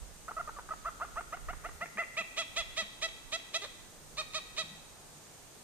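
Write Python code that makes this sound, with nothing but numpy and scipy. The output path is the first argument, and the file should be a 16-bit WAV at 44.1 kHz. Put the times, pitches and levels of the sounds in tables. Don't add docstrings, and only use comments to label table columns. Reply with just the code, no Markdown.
import sys
import numpy as np
from scipy import signal
from scipy.io import wavfile

SR = 44100
rng = np.random.default_rng(int(sys.argv[2]) if len(sys.argv) > 2 else 0)


def master(y):
    cut = np.clip(np.atleast_2d(y).T, -1, 1)
    pcm = np.round(cut * 32767)
    wavfile.write(sys.argv[1], SR, pcm.astype(np.int16))


N = 248283

# f/Hz, relative spectral level/dB
AMBIENT_SPECTRUM = [(53, -32), (90, -0.5), (156, 0), (532, -2.5), (865, -4), (2060, -11), (5110, -12),
                    (6720, -11), (8660, -16), (10000, -24.5), (12700, -15), (14100, -27)]
# f/Hz, correlation/1
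AMBIENT_CORRELATION = [(60, 0.88), (230, 0.36), (900, 0.4), (3510, 0.025), (13600, 0.041)]
# centre f/Hz, bandwidth/Hz, level on the right/dB
INSECT_BANDS = [(6650, 1100, -62), (8400, 1240, -61)]
# t/s, level/dB
GUSTS = [(0.0, -48), (0.09, -56.5), (1.16, -55), (1.35, -64), (1.49, -46.5), (1.63, -63.5), (1.74, -53.5),
         (1.85, -65), (2.45, -66), (2.6, -52), (2.93, -69), (3.0, -54), (3.57, -71), (4.0, -59.5),
         (4.03, -64), (5.63, -71)]
# onset t/s, duration/s, f/Hz, level/dB
HUM_SPANS = [(.05, 0.43, 155, -72.5), (.6, 0.38, 161.2, -70), (1.32, 0.76, 157.1, -66),
             (3.98, 0.49, 148.4, -65.5), (4.58, 0.27, 159.5, -60), (4.95, 0.98, 149.3, -68.5)]
# onset t/s, level of the decay extrapolated to the onset/dB
KNOCK_EVENTS = [(1.818, -42), (1.956, -36.5), (2.2, -41.5), (2.82, -39), (4.632, -42), (4.712, -41.5)]
# onset t/s, rise to the crest/s, time after it/s, crest f/Hz, final f/Hz,
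# nominal level of the fundamental at the crest/dB
PIPED_NOTES = [ (0.276, 0.029, 0.0018, 745, 760, -45.5), (.363, 0.013, 0.019, 659, 486, -44),
               (.391, 0.01, 0.019, 702, 497, -41.5), (.471, 0.0095, 0.0091, 616, 590, -49),
               (0.562, 0.0046, 0.019, 585, 560, -55), (0.703, .014, .016, 652, 540, -46.5),
               (.842, 0.034, 0.024, 688, 470, -44), (0.993, .042, 0.0097, 706, 750, -42),
               (1.152, 0.04, 0.012, 703, 715, -40.5), (1.318, 0.033, 0.00484, 726, 735, -41),
               (1.48, 0.032, 0.0043, 732, 730, -41), (1.634, 0.038, 0.0035, 718, 720, -41.5),
               (1.802, 0.035, 0.012, 694, 705, -41), (1.974, 0.029, 0.032, 684.7, 516, -40),
               (2.163, 0.032, 0.039, 669.7, 403, -40), (2.362, .036, 0.045, 672.3, 401, -40),
               (2.556, .034, .042, 680, 400, -40), (2.76, .034, 0.053, 661.3, 390, -41),
               (3.011, .034, .028, 660.3, 633, -41), (3.314, .034, 0.024, 656.3, 706, -42),
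               (3.532, 0.034, 0.015, 662.5, 695, -40.5), (3.615, 0.0089, .045, 401.4, 709, -48),
               (4.165, 0.034, 0.034, 635, 430, -44.5), (4.33, 0.036, 0.037, 644, 466, -44),
               (4.56, 0.039, 0.042, 653.3, 420, -43.5)]
# onset t/s, duration/s, initial f/Hz, nominal level of the fundamental/dB
CREAKY_CLUCKS = [ (0.308, .013, 456, -49), (0.487, .012, 478, -50.5), (.583, .017, 522, -52),
                 (0.686, .016, 438, -56), (0.733, .008, 492, -54), (1.041, .015, 440, -52.5),
                 (1.205, .011, 446, -48), (1.368, .01, 418, -53.5), (1.529, .011, 420, -49.5),
                 (1.686, .013, 420, -52.5), (1.855, .0085, 478, -48.5), (1.971, .005, 415, -50),
                 (2.031, .010, 424, -53.5), (3.082, .013, 400, -60.5), (3.393, .013, 382, -65),
                 (3.637, 0.017, 639, -46.5)]
# t/s,
# exponent of the pitch rise/1, windpipe level/dB, throat f/Hz, throat level/dB, bill f/Hz, bill level/dB
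POSTURES = [(.28, 1.36, 8, 2000, -25, 2700, -24), (.7, 1.44, 12, 1960, -31, 2690, -22),
            (1.318, 1.51, 4, 1860, -5.5, 2570, -15), (1.65, 1.73, 2.5, 1800, -2, 2600, -14),
            (1.8, 2.16, 1.5, 1950, 3, 2630, -14), (1.979, 2.12, 1.2, 2070, 7.5, 2580, -11),
            (2.17, 2.16, -1.5, 2350, 10, 3600, -2.5), (2.37, 2.03, -2, 2320, 6, 3460, 5.5),
            (2.77, 2.03, -4, 2200, 6.5, 3570, 6.5), (3.54, 2.57, -3.5, 2280, 5.5, 3590, 7),
            (3.62, 2.8, -4, 2054, 0, 3750, 1.5), (4.17, 2.15, 3, 2320, 7, 3900, 7.5),
            (4.57, 2.05, -1, 2270, 7, 3730, 9)]

WINDPIPE_HZ, WINDPIPE_WIDTH_HZ, THROAT_WIDTH_HZ, BILL_WIDTH_HZ = 1164, 563, 603, 966
RASP_HZ, RASP_WIDTH_HZ, RASP_DB = 6260, 3550, -11.5
SCOOP_DROP, SCOOP_S = .27, .032
SLACK_DB, SLACK_FUNDAMENTAL_DB, SLACK_ROUGHNESS = -7, -22, 1.5
FADE_DB_PER_S, CLOSING_DB = 54, -9


def from_db(db):
    return 10 ** (np.asarray(db) / 20)


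def unit_rms(x):
    return x / np.sqrt(np.mean(x ** 2) + 1e-20)


def at_hz(table, hz):
    table_hz, values = np.transpose(table)
    return np.interp(np.log(hz), np.log(table_hz), values)


def band(x, low_hz, high_hz):
    return signal.sosfilt(signal.butter(2, [low_hz, high_hz], "band", fs=SR, output="sos"), x)


def drift(corner_hz):
    pole = np.exp(-2 * np.pi * corner_hz * 40 / SR)
    slow = signal.lfilter([1], [1, -2 * pole, pole * pole], rng.standard_normal(N // 40 + 2002))[2000:]
    return np.interp(np.arange(N) / 40, np.arange(len(slow)), unit_rms(slow))


def add(out, start_s, x):
    at = round(start_s * SR)
    out[at:at + len(x)] += x[:N - at]


def swell(length_s, attack_s, release_s):
    t = np.arange(round(length_s * SR)) / SR
    edge = np.clip(np.minimum(t / attack_s, (length_s - t) / release_s), 0, 1)
    return t, np.sin(np.pi / 2 * edge) ** 2


def leaves_and_water(level_db=-55, wander_db=.5):
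    out, edges_hz = 0, 80 * 2 ** np.arange(0, 7.9, .5)
    white = rng.standard_normal((2, 2, N))
    for k, (low, high) in enumerate(zip(edges_hz, edges_hz[1:])):
        mid, side = band(white[k % 2], low, high)
        hz = np.sqrt(low * high)
        alike = np.clip(at_hz(AMBIENT_CORRELATION, hz), 0, 1)
        gain = from_db(at_hz(AMBIENT_SPECTRUM, hz) + wander_db * drift(2.4))
        out = out + gain * (np.sqrt(1 + alike) * mid + np.sqrt(1 - alike) * side * [[1], [-1]])
    return from_db(level_db) * unit_rms(out)


def insects(throb_db=.8, left_db=-4.5):
    chorus = 0
    for hz, width, db in INSECT_BANDS:
        gain = from_db(db + throb_db * drift(18.6))
        hiss = band(rng.standard_normal((2, N)), hz - width / 2, hz + width / 2)
        chorus = chorus + gain * unit_rms(hiss)
    return chorus * from_db([[left_db], [0]])


def hum():
    out, waver = np.zeros(N), 1 + 0.011 * drift(2.0)
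    for start, length, hz, db in HUM_SPANS:
        t, envelope = swell(length, attack_s=0.052, release_s=0.092)
        cycles = np.cumsum(hz * waver[:len(t)]) / SR
        add(out, start, np.sqrt(2) * from_db(db) * envelope * np.sin(2 * np.pi * cycles))
    return out


def knocks(hz=205, attack_s=0.0084, t60_s=0.086):
    out, t = np.zeros(N), np.arange(SR // 4) / SR
    envelope = (1 - np.exp(-t / attack_s)) * from_db(-60 * t / t60_s)
    for start, db in KNOCK_EVENTS:
        add(out, start, from_db(db) * envelope * np.sin(2 * np.pi * hz * t))
    return out


def wind(buffet_db=2.5, left_db=-8):
    gust_db = np.interp(np.arange(N) / SR, *np.transpose(GUSTS)) + buffet_db * drift(4.0)
    rumble = band(rng.standard_normal((2, N)), 21, 52.4) * from_db([[left_db], [0]])
    return from_db(gust_db) * rumble / np.std(rumble.mean(axis=0))


def reflections(x, plants_t60_s=.1, banks_t60_s=0.94, each_db=-8):
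    t = np.arange(SR) / SR
    plants = from_db(-60 * t / plants_t60_s)
    banks = (1 - np.exp(-t / 0.0023)) * from_db(-60 * t / banks_t60_s)
    response = sum(from_db(each_db) * rng.standard_normal((2, SR)) * decay / np.linalg.norm(decay)
                   for decay in (plants, banks))
    reflected_band = signal.butter(1, [1176, 4590], "band", fs=SR, output="sos")
    return signal.fftconvolve(signal.sosfilt(reflected_band, x)[None], response, axes=1)[:, :N]


def direct_path(x, lag_s=8e-5, shadow_hz=6100, balance_db=1.7):
    pole = np.exp(-2 * np.pi * shadow_hz / SR)
    delay = lag_s * SR - pole / (1 - pole)
    late = np.interp(np.arange(N) - delay, np.arange(N), x)
    shadowed = signal.lfilter([1 - pole], [1, -pole], late)
    return np.array([from_db(-balance_db / 2) * shadowed, from_db(balance_db / 2) * x])


def posture_at(time_s):
    times, *columns = np.transpose(POSTURES)
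    return [np.interp(time_s, times, column) for column in columns]


def locking_db(pitch_hz, lock_hz=580, width_hz=16, step_db=11):
    return step_db / (1 + np.exp((lock_hz - pitch_hz) / width_hz))


def voice(pitch_hz, tract, roughness, fundamental_db=0, closing_db=0):
    windpipe_db, throat_hz, throat_db, bill_hz, bill_db = tract
    order = np.arange(1, 19)[:, None]
    hz = order * pitch_hz
    power = from_db(-31 * np.log2(order)) ** 2
    power /= np.ones_like(order)
    power = power / (1 + (430 / hz) ** 6)
    power[0] *= from_db(fundamental_db) ** 2
    for centre_hz, width_hz, db in [(WINDPIPE_HZ, WINDPIPE_WIDTH_HZ, windpipe_db),
                                    (throat_hz, THROAT_WIDTH_HZ, throat_db + closing_db),
                                    (bill_hz, BILL_WIDTH_HZ, bill_db + closing_db),
                                    (RASP_HZ, RASP_WIDTH_HZ, bill_db + closing_db + RASP_DB)]:
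        resonance = from_db(db) / (1 + (2 * (hz - centre_hz) / width_hz) ** 2)
        power += (order > 1) * resonance ** 2
    depth = roughness + .22 * np.maximum(order - 6, 0)
    unsteady_air = unit_rms(band(rng.standard_normal(hz.shape), 61, 246))
    flutter = (1 + depth * unsteady_air) / np.sqrt(1 + depth ** 2)
    phase = 2 * np.pi * np.cumsum(hz, axis=1) / SR + rng.uniform(0, 2 * np.pi, order.shape)
    return np.sqrt(2) * np.sum(np.sqrt(power) * flutter * np.sin(phase), axis=0)


def clucks(sag=0.12):
    out = np.zeros(N)
    for start, length, first_hz, db in CREAKY_CLUCKS:
        t, envelope = swell(length, attack_s=.3 * length, release_s=.3 * length)
        pitch_hz = first_hz * (1 - sag * t / length)
        add(out, start, from_db(db) * envelope * voice(pitch_hz, posture_at(start)[1:], roughness=.7))
    return out


def piping():
    out = np.zeros(N)
    for start, rise_s, after_s, crest_hz, last_hz, db in PIPED_NOTES:
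        t, envelope = swell(rise_s + after_s, attack_s=0.0084, release_s=0.0083)
        from_crest_s = t - rise_s
        exponent, *tract = posture_at(start)
        scoop_hz = crest_hz * (1 - np.minimum(SCOOP_DROP * np.abs(from_crest_s / SCOOP_S) ** exponent, .6))
        bend_hz = crest_hz + (last_hz - crest_hz) * np.abs(from_crest_s / after_s) ** 2.3
        pitch_hz = np.where(from_crest_s < 0, scoop_hz, bend_hz)
        slack = np.clip(np.log2(crest_hz / pitch_hz), 0, 1)
        unlocked_db = np.minimum(locking_db(pitch_hz) - locking_db(crest_hz), 0)
        gain = from_db(db - FADE_DB_PER_S * from_crest_s + SLACK_DB * slack + unlocked_db)
        tone = voice(pitch_hz, tract, roughness=.14 + SLACK_ROUGHNESS * slack,
                     fundamental_db=SLACK_FUNDAMENTAL_DB * slack,
                     closing_db=CLOSING_DB * np.clip(from_crest_s / after_s, 0, 1))
        add(out, start, gain * envelope * tone)
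    return out


def scene():
    bird = piping() + clucks()
    wetland = leaves_and_water() + insects()
    return direct_path(bird) + reflections(bird) + wetland + wind() + hum() + knocks()


def record(dry):
    return signal.sosfilt(signal.ellip(14, .5, 85, 14150, fs=SR, output="sos"), dry)


dry = scene()
out = record(dry)
master(out)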